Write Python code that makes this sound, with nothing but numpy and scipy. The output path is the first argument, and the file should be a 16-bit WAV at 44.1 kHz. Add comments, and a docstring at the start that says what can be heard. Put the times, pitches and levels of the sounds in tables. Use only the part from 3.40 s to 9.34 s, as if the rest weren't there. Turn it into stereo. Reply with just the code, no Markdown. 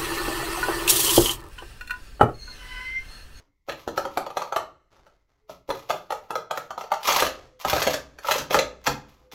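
"""A living room: plastic cups are speed-stacked on a light table, a couple of metres from the microphone.
Each cup rasps off its stack as a train of friction slips and lands with a hollow clack of damped modes.
Then the pyramids are swept down, cups rasping and rattling into one another; heavy landings boom the table.
Hands brush the cups as dull grainy noise, moving cups hum faintly as short sines, and all of it
echoes in a room of decaying noise over a quiet steady rush of filtered noise."""
import sys
import numpy as np
from scipy import signal
from scipy.fft import rfft, irfft
from scipy.io import wavfile
from scipy.ndimage import uniform_filter1d

SR = 44100
rng = np.random.default_rng(int(sys.argv[2]) if len(sys.argv) > 2 else 0)


def file_out(sig):
    """Save sig as 16-bit WAV at sys.argv[1]."""
    # one column per channel
    cols = np.atleast_2d(sig).T
    # limit, then scale
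    lim = np.clip(cols, -1, 1)
    pcm = np.round(lim * 32767).astype(np.int16)
    wavfile.write(sys.argv[1], SR, pcm)


N = 261954
HZ = np.fft.rfftfreq(N, 1 / SR)
TIME = np.arange(N) / SR
LEAD_S = .012  # room ahead of each contact for the rim's first grazing
RELEASE_S, HUSH_DB = 0.11, 40  # a rub dies away in this time; its rise and its release each span this many dB


def gain_of(db):
    """Decibels to amplitude."""
    return 10 ** (np.asarray(db) / 20)


def evened(x):
    """Scales to rms 1."""
    return x / np.sqrt(np.mean(x ** 2) + 1e-20)


def read(points, hz):
    """Reads a table on a log-frequency axis."""
    f, value = np.transpose(points)
    return np.interp(np.log(hz + 1), np.log(f + 1), value)


def add(mix, s, sound):
    """Mixes a sound in at time s."""
    part = mix[:, max(round(s * SR), 0):][:, :sound.shape[1]]
    part += sound[:, :part.shape[1]]


def colour(x, points, size=1024):
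    """Causal minimum-phase filter with the given spectrum."""
    hz = abs(np.fft.fftfreq(size, 1 / SR))
    log_gain = np.log(gain_of(read(points, hz)))
    taps = np.fft.ifft(np.exp(np.conj(signal.hilbert(log_gain)))).real
    return signal.fftconvolve(x, taps[None], axes=1)[:, :x.shape[1]]


def clacks(detune=.07, boost_db=4.0, tick_s=0.00091, chatter=0.64, push_s=0.0012, board_db=-23, size=4096):
    """A rim meets table or cup with a tiny chatter, then rim, wall and enclosed air ring briefly."""
    # modes of a cup's enclosed air, its wall and its rim: (frequency [Hz], level [dB], t60 [s])
    hollow_modes = [(440, -2.5, 0.02), (510, -3, 0.041), (588.4, 2.5, 0.037), (670, 1, 0.015)]
    wall_modes = [(776.5, -3.3, 0.03), (850, 7.5, 0.016), (955, 0.7, 0.02), (1167.5, -6.5, 0.0057),
                  (1267.5, 6.6, 0.021), (1341, -8, 0.023)]
    rim_modes = [(1653, 8, 0.0092), (1940, 0, 0.012), (2170, -2.5, 0.012), (2400, -4.5, 0.012),
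                 (2633, 1.5, 0.011), (3017, -0.5, 0.0096), (3264, -1, 0.014), (3760, -4.5, 0.0072),
                 (4284, 4, 0.0079)]
    # dull knock of the table top under a cup: (frequency [Hz], level [dB], t60 [s])
    board_modes = [(150, -2, 0.027), (189, -8.5, 0.034), (316, -19, 0.054)]
    # spectrum of the bare contact tick: (frequency [Hz], level [dB])
    tick_spectrum = [(1000, -25.5), (3000, 2.5), (4400, -0.5), (6500, 6), (9000, 0), (12500, -4.5),
                     (16000, -17)]
    out, t = np.zeros((3, N)), np.arange(size) / SR
    swell = 1 - np.exp(-t / push_s)  # the modes take a moment to get going
    blow_samples = .012 * SR
    for s, ring_hz, (hollow_db, wall_db, rim_db, tick_db) in blows():
        contact = (t == 0) + chatter * rng.standard_normal(size) * np.exp(-t / tick_s)
        tick = rfft(colour(contact[None], tick_spectrum)) * seating(graze_db=-18, graze_s=0.0022)

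        cup = favoured(detuned(hollow_modes + wall_modes + rim_modes, detune), ring_hz, boost_db)
        hollow, wall, rim = np.split(cup, [len(hollow_modes), len(hollow_modes + wall_modes)])
        bodies = detuned(board_modes, 2 * detune), hollow, wall, rim
        rings = rfft(np.array([swell * ring(modes, t) for modes in bodies])) * seating()

        parts = np.vstack([rings, tick])
        heard = irfft(parts[:, None] * nearby())
        # every part starts out equally strong in each channel
        heard /= np.sqrt((heard ** 2).sum(2, keepdims=True) / blow_samples)
        # the push that sounds the hollow also knocks the board under the cup
        levels = [hollow_db + board_db, hollow_db, wall_db, rim_db, tick_db]
        add(out, s - LEAD_S, np.tensordot(gain_of(levels), heard, 1))
    return out


def blows(middle_hz=900, hollow_db_per_octave=-7):
    """Every contact as (s, ring Hz, dB of hollow, wall, rim and tick); hardness favours rim and tick."""
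    # how each kind of blow shares its strength: (hollow [dB], wall [dB], rim [dB], contact tick [dB])
    table_voice = (-1.5, -7, -20.5, -17)
    rock_voice = (-3, -1, -6, -13.5)
    clack_voice = (-7.5, -1, -10.5, -14)
    clash_voice = (-12, -9.5, -2, -2.5)
    nest_voice = (-1.5, -9.5, -3.5, -8)
    # a cup is set on the table and rocks onto its other edge:
    # (time [s], strength [dB], ring [Hz], delay of second touch [s], second touch re first [dB])
    set_downs = [(.286, -29.5, 655, .005, -2.5), (.477, -23, 679, .007, -10),
                 (2.095, -34.5, 570, .007, -18), (2.291, -25.5, 690, .012, 2.5),
                 (2.498, -23.5, 757, .006, 3)]
    # a cup lands on other cups: (time [s], strength [dB], ring [Hz], hardness [dB])
    landings = [(.577, -17.5, 735, -1), (.652, -24, 670, -5), (.773, -19, 738, 2), (.864, -29.5, 653, -2),
                (.903, -34, 670, -1), (.97, -19, 848, -0.5), (1.019, -23.5, 1184, -2),
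                (1.124, -20.5, 1280, -5.5), (1.162, -19.5, 780, 3), (1.166, -21.5, 1293, -4.5),
                (1.565, -57, 1070, 5), (1.666, -53.5, 480, 2.5), (2.705, -23, 1220, -2),
                (2.722, -22.5, 850, -1.5), (2.906, -22.5, 1160, -1.5), (2.955, -22, 670, 0.5),
                (3.11, -21.5, 870, 1), (3.174, -24.5, 690, 3), (3.306, -27.5, 1470, -3),
                (3.378, -25, 1320, -7), (3.41, -30, 1220, 1), (3.439, -35, 593, -1),
                (3.505, -41, 1170, -1.5), (3.518, -15, 1280, -5), (3.538, -30.5, 1330, 7),
                (3.684, -16.5, 1020, -5.5), (3.69, -18.5, 1350, -9), (3.766, -22, 970, -1),
                (3.823, -16, 522, 5), (4.249, -19, 1180, 0), (4.331, -18, 597, 5.5),
                (4.364, -24.5, 472, 6.5), (4.846, -27.5, 1310, -18), (4.885, -18, 900, -0.5),
                (4.911, -16.5, 930, 7), (5.089, -52, 940, -2), (5.144, -12, 783, 2.5),
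                (5.472, -16, 1215, 5.5)]
    # rims clash as cups are gathered: (time [s], strength [dB], ring [Hz], sharpness of the tick [dB])
    clashes = [(.296, -26.5, 2780, -14), (0.32, -33, 2660, -10.5), (3.631, -42.5, 1610, 11),
               (3.673, -24.5, 3320, 3), (3.703, -19, 3300, -7.5), (3.722, -22, 2180, 2),
               (3.787, -22, 1563, -9), (3.796, -24, 4430, 0.5), (3.801, -19, 3330, 1),
               (4.194, -55, 3180, 5), (4.221, -51, 3300, 9.5), (4.298, -22.5, 3380, 1),
               (4.38, -25.5, 1630, -4.5), (4.425, -27.5, 2700, 4.5), (4.534, -29.5, 1660, 5),
               (4.787, -38, 1570, -6), (4.917, -20, 2700, 1), (4.982, -28.5, 2730, 5),
               (5.442, -50.5, 2660, 7.5), (5.467, -19, 2560, -4.5), (5.916, -46, 3500, -3)]
    # a cup drops home into a stack and the trapped air pops:
    # (time [s], strength [dB], ring [Hz], hardness [dB])
    nestings = [(3.866, -27, 585, 4), (4.419, -24.5, 670, 5.5), (4.436, -25.5, 700, -1),
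                (4.468, -18, 440, -2.5), (4.473, -17.5, 480, -2.5), (4.54, -25.5, 603, 4),
                (4.861, -35, 648, -5.5), (4.957, -24, 528, -8), (4.992, -35.5, 510, 9),
                (5.108, -21, 700, -2.5), (5.15, -21, 530, -9), (5.157, -19.5, 500, -8),
                (5.189, -18, 484, 3)]
    hollow, wall, rim, tick = np.eye(4)
    edge = rim + tick
    for s, db, hz, rock_s, rock_db in set_downs:
        yield s, hz, db + np.array(table_voice)
        yield s + rock_s, hz, db + rock_db + np.array(rock_voice)
    for s, db, hz, hardness in landings:
        # a clack that rings higher stirs the hollow less
        tilt = hollow_db_per_octave * np.log2(hz / middle_hz) * hollow
        yield s, hz, db + np.array(clack_voice) + hardness * edge + tilt
    for s, db, hz, sharpness in clashes:
        yield s, hz, db + np.array(clash_voice) + sharpness * tick
    for s, db, hz, hardness in nestings:
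        yield s, hz, db + np.array(nest_voice) + hardness * edge


def detuned(modes, spread):
    """Grip and load shift every mode a little from blow to blow."""
    hz, db, t60 = np.transpose(modes)
    return np.transpose([hz * (1 + spread * rng.uniform(-1, 1, len(hz))), db, t60])


def favoured(modes, ring_hz, boost_db):
    """Which cup is struck, and where, singles out one ring: the nearest mode is pulled to it and grows."""
    hz, db, t60 = np.transpose(modes)
    nearest = np.arange(len(hz)) == np.argmin(abs(hz - ring_hz))
    return np.transpose([np.where(nearest, ring_hz, hz), db + boost_db * nearest, t60])


def ring(modes, t):
    """Damped modes, weighted a little differently at each point of contact."""
    hz, db, t60 = np.transpose(modes)[:, :, None]
    weight = rng.choice([-1, 1], hz.shape) * rng.uniform(.7, 1.3, hz.shape)
    return (weight * gain_of(db - 60 * t / t60) * np.sin(2 * np.pi * hz * t)).sum(0)


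def seating(graze_db=-11, graze_s=0.0054, size=4096):
    """A rim never lands flat: it grazes, seats and rocks within milliseconds. Spectrum of that force."""
    t = np.arange(size) / SR - LEAD_S
    graze = rng.standard_normal(size) * np.exp(-abs(t) / graze_s)
    seat = np.arange(size) == round(LEAD_S * SR)
    return rfft(seat + gain_of(graze_db) * graze / np.linalg.norm(graze))


def nearby(first_s=.0025, last_s=.0105, echo_db=-4, fade_db_per_s=900, spread_s=0.000563, count=9, size=4096):
    """One cup's place: left and right with first echoes of table and walls, then the plain path to the room."""
    hz = np.fft.rfftfreq(size, 1 / SR)
    delay = first_s + (last_s - first_s) * (np.arange(count) + rng.random(count)) / count
    delay = delay + spread_s * rng.uniform(-1.048, 1, (2, count))  # each channel hears its own delays
    height = gain_of(echo_db - fade_db_per_s * delay)
    height = height * rng.choice([-1, 1], count) * rng.uniform(.5, 1.5, (2, count))
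    pair = 1 + (height[..., None] * np.exp(-2j * np.pi * delay[..., None] * hz)).sum(1)
    return np.vstack([pair, np.ones(len(hz))])


def sliding(slips_per_s=500, spread_db=5, hiss=0.31, size=4096, count=6):
    """Cup walls rasp over each other in tiny slips at several places on the table."""
    # a cup slides off the stack in the hand, fastest at first: (time [s], length [s], friction [dB])
    peels = [(0.284, 0.026, -43), (0.376, 0.24, -47.5), (0.563, .15, -41), (0.716, 0.1, -45),
             (0.952, 0.33, -45.5), (2.096, 0.083, -44), (2.286, 0.098, -46), (2.345, 0.18, -44),
             (2.497, 0.15, -36.5), (2.704, 0.23, -46), (2.907, .12, -50.5), (3.161, 0.12, -40),
             (3.39, 0.089, -41), (3.506, .07, -60), (5.68, 0.2, -56.5)]
    # the hands sweep cups down into stacks: (time [s], length [s], friction [dB], run-up [s])
    sweeps = [(3.676, 0.17, -20.5, 0.092), (4.2, 0.047, -42, .012), (4.254, 0.29, -26, 0.017),
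              (4.899, 0.079, -24, 0.12), (5.101, 0.056, -24.5, .004), (5.466, 0.022, -24.5, 0.036),
              (5.92, 0.022, -39, 0.0025)]
    # spectrum of the rasp: (frequency [Hz], level [dB])
    rasp = [(100, -39), (300, -16), (500, -6), (900, 8), (1300, 9.5), (1600, -17), (2000, 3.5), (3400, 1.5),
            (4500, -3), (6500, -3.5), (9000, -7.5), (12500, -7.5), (16000, -18)]
    level = sum(stroke(*peel, rise_s=0.028, sag_db=23) for peel in peels)
    level = level + sum(stroke(*sweep, sag_db=5.5) for sweep in sweeps)
    out = np.zeros((3, N))
    for _ in range(count):
        rub = slipping(slips_per_s / count, spread_db) + hiss * rng.standard_normal(N)
        rub = evened(colour(rub[None], rasp)) * level * lumps()
        paths = irfft(nearby(size=size))
        paths = paths / np.linalg.norm(paths, axis=1, keepdims=True)
        out += signal.oaconvolve(rub, paths, axes=1)[:, :N]
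    return out / np.sqrt(count)


def stroke(s, length, db, rise_s, sag_db):
    """Gain of one rubbing movement: it speeds up, slows steadily while it lasts, and lets go."""
    times = s + np.array([-rise_s, 0, length, length + RELEASE_S])
    levels = db - np.array([HUSH_DB, 0, sag_db, sag_db + HUSH_DB])
    return gain_of(np.interp(TIME, times, levels)) * (TIME >= times[0]) * (TIME <= times[-1])


def slipping(per_s, spread_db):
    """A train of tiny friction slips, mostly small and now and then large."""
    size = gain_of(spread_db * np.minimum(rng.exponential(1, N), 3))
    slips = size * (rng.random(N) < per_s / SR)
    return evened(slips * rng.choice([-1, 1], N))


def lumps(depth_db=4.0, size=330):
    """The rub catches and frees many times a second: a gain from smoothed noise."""
    drift = evened(uniform_filter1d(rng.standard_normal(N), size))
    return evened(gain_of(depth_db * drift))


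def table(level_db=-5, rise_s=0.00067, detune=0.1):
    """The light table booms and wobbles in its own low modes under the heavier landings."""
    # heavy landings, ahead of the overall trim: (time [s], level [dB])
    thumps = [(0.289, -43), (1.165, -49.5), (2.102, -48), (2.297, -65), (2.498, -60), (3.684, -45),
              (3.827, -36), (4.253, -31.5), (4.331, -27.5), (4.474, -33), (4.911, -47), (4.992, -36.5),
              (5.156, -32), (5.193, -54), (5.478, -28.5), (5.928, -48)]
    # modes of the table: (frequency [Hz], level [dB], t60 [s])
    table_modes = [(59, -3.5, 0.39), (70.6, -8.5, 0.38), (124, -1, 0.14), (156, -.5, 0.19),
                   (213.5, 1.5, 0.12), (287.5, 4.5, 0.11), (398.5, 4.5, 0.09)]
    out, t = np.zeros((3, N)), np.arange(SR) / SR
    onset = 1 - np.exp(-t / rise_s)
    for s, db in thumps:
        boom = gain_of(db + level_db) * ring(detuned(table_modes, detune), t) * onset
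        add(out, s, boom[None])
    return out


def handling(level_db=-1, slips_per_s=400, spread_db=4, hiss=0.2):
    """Hands and sleeves brush the cups between moves: a soft, dull, grainy shuffle of slips and hiss."""
    # brushing moves, and at 0 s the fading end of an earlier sound, ahead of the overall trim:
    # (time [s], length [s], level [dB])
    brushes = [(0, 0.026, -53), (1.521, 0.16, -55.5), (1.67, 0.15, -64), (1.894, 0.073, -67),
               (1.988, 0.016, -67), (3.924, 0.13, -43.5), (4.65, 0.57, -58.5), (5.414, 0.43, -55)]
    # spectrum of the shuffle: (frequency [Hz], level [dB])
    sleeves = [(60, 7.5), (200, -3), (380, 4.5), (700, 2.5), (1300, 1), (1700, -4), (3000, -8.5),
               (7000, -16), (11000, -25.5), (16000, -37.5)]
    brush = np.array([slipping(slips_per_s, spread_db) for _ in range(3)])
    brush = brush + hiss * rng.standard_normal((3, N))
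    level = sum(stroke(*row, rise_s=.04, sag_db=8.5) for row in brushes)
    return gain_of(level_db) * level * evened(colour(brush, sleeves))


def humming(swing_s=0.048):
    """Air passing the mouth of a moving cup sounds its cavity for a moment."""
    # an open cup hums faintly as it is swung: (time of the middle [s], frequency [Hz], level [dB])
    hums = [(2.07, 431, -68.5), (4.152, 510, -57.5), (5.871, 510, -59)]
    out = np.zeros(N)
    for s, hz, db in hums:
        swing = np.exp(-((TIME - s) / swing_s) ** 2)
        out += gain_of(db) * swing * np.sin(2 * np.pi * hz * TIME)
    return out


def room(x, wet_db=-6.0, start_s=.011, linger_db=-24, linger_t60=0.76, count=26):
    """Dense echoes, dying band by band over a faint longer ring, from random tails that crossfade regularly."""
    # decay of the room: (frequency [Hz], t60 [s])
    room_t60 = [(100, 0.72), (300, 0.42), (700, 0.3), (1300, 0.33), (2000, 0.28), (5000, 0.27), (9000, 0.2),
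                (15000, 0.19)]
    # faint long ring of the furnishings, ahead of linger_db: (frequency [Hz], level [dB])
    linger_spectrum = [(100, -11.5), (450, 3), (900, -15), (1300, -1), (1700, -0.5), (7000, -3.5),
                       (15000, -21.5)]
    t, out = np.arange(SR) / SR, np.zeros((2, N))
    step = N // count
    for k in range(count + 1):
        hz, age, z = signal.stft(diffuse(rng.standard_normal((2, SR))), SR, nperseg=256)
        decay = gain_of(-60 * age / read(room_t60, hz)[:, None])
        linger = gain_of(linger_db + read(linger_spectrum, hz)[:, None] - 60 * age / linger_t60)
        tail = signal.istft(z * np.hypot(decay, linger), SR, nperseg=256)[1][:, :SR] * (t > start_s)
        tail = tail / np.linalg.norm(tail[0])
        span = np.arange(max((k - 1) * step, 0), min((k + 1) * step, N))
        share = np.cos(np.pi / 2 * (span / step - k))  # each tail fades into the next
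        add(out, span[0] / SR, signal.fftconvolve((x[span] * share)[None], tail, axes=1))
    return gain_of(wet_db) * out


def diffuse(pair, alike_hz=430):
    """Long waves reach both channels nearly alike, short ones unrelated."""
    hz = np.fft.rfftfreq(pair.shape[1], 1 / SR)
    same = .93 / (1 + (hz / alike_hz) ** 4)
    a, b = rfft(pair)
    return irfft(np.array([a, same * a + np.sqrt(1 - same ** 2) * b]), pair.shape[1])


def air(level_db=-72):
    """The quiet steady rush of the room: filtered noise."""
    # spectrum of the rush: (frequency [Hz], level [dB])
    rush = [(55, 21), (120, 11), (220, -3), (700, -12.5), (1000, -2.5), (1280, -13), (1600, -21.5),
            (2120, 9.5), (2300, -8), (2700, -13.5), (8000, -16), (11000, -21), (16000, -28.5)]
    noise = diffuse(rng.standard_normal((2, N)))
    return gain_of(level_db) * evened(irfft(rfft(noise) * gain_of(read(rush, HZ)), N))


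def scene():
    """Cups, hands and table, heard directly and through the room."""
    left, right, outward = clacks() + sliding() + handling() + humming() + table()
    return np.array([left, right]) + room(outward) + air()


def record(dry, ceiling=1.0, right_lag_s=5.5e-5, edge_hz=16000):
    """The right channel lags slightly; width is set by frequency; the highest peaks are rounded; then a low-pass."""
    # side over mid gain of the stereo sound: (frequency [Hz], gain [dB])
    side_over_mid = [(50, -2.5), (130, 1.5), (270, 0.5), (550, 0.5), (1200, 2.5), (3000, 3), (6000, -4),
                     (9000, 13), (11500, -2.5), (16000, -27)]
    left, right = rfft(dry)
    right = right * np.exp(-2j * np.pi * HZ * right_lag_s)
    width = gain_of(read(side_over_mid, HZ))
    mid, side = (left + right) / 2, width * (left - right) / 2
    pair = irfft(np.array([mid + side, mid - side]) / np.sqrt((1 + width ** 2) / 2), N)
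    rounded = pair / (1 + (pair / ceiling) ** 4) ** (1 / 4)
    low_pass = signal.firwin(255, edge_hz, window=("kaiser", 8), fs=SR)
    return signal.oaconvolve(rounded, low_pass[None], "same", axes=1)


dry = scene()
out = record(dry)
file_out(out)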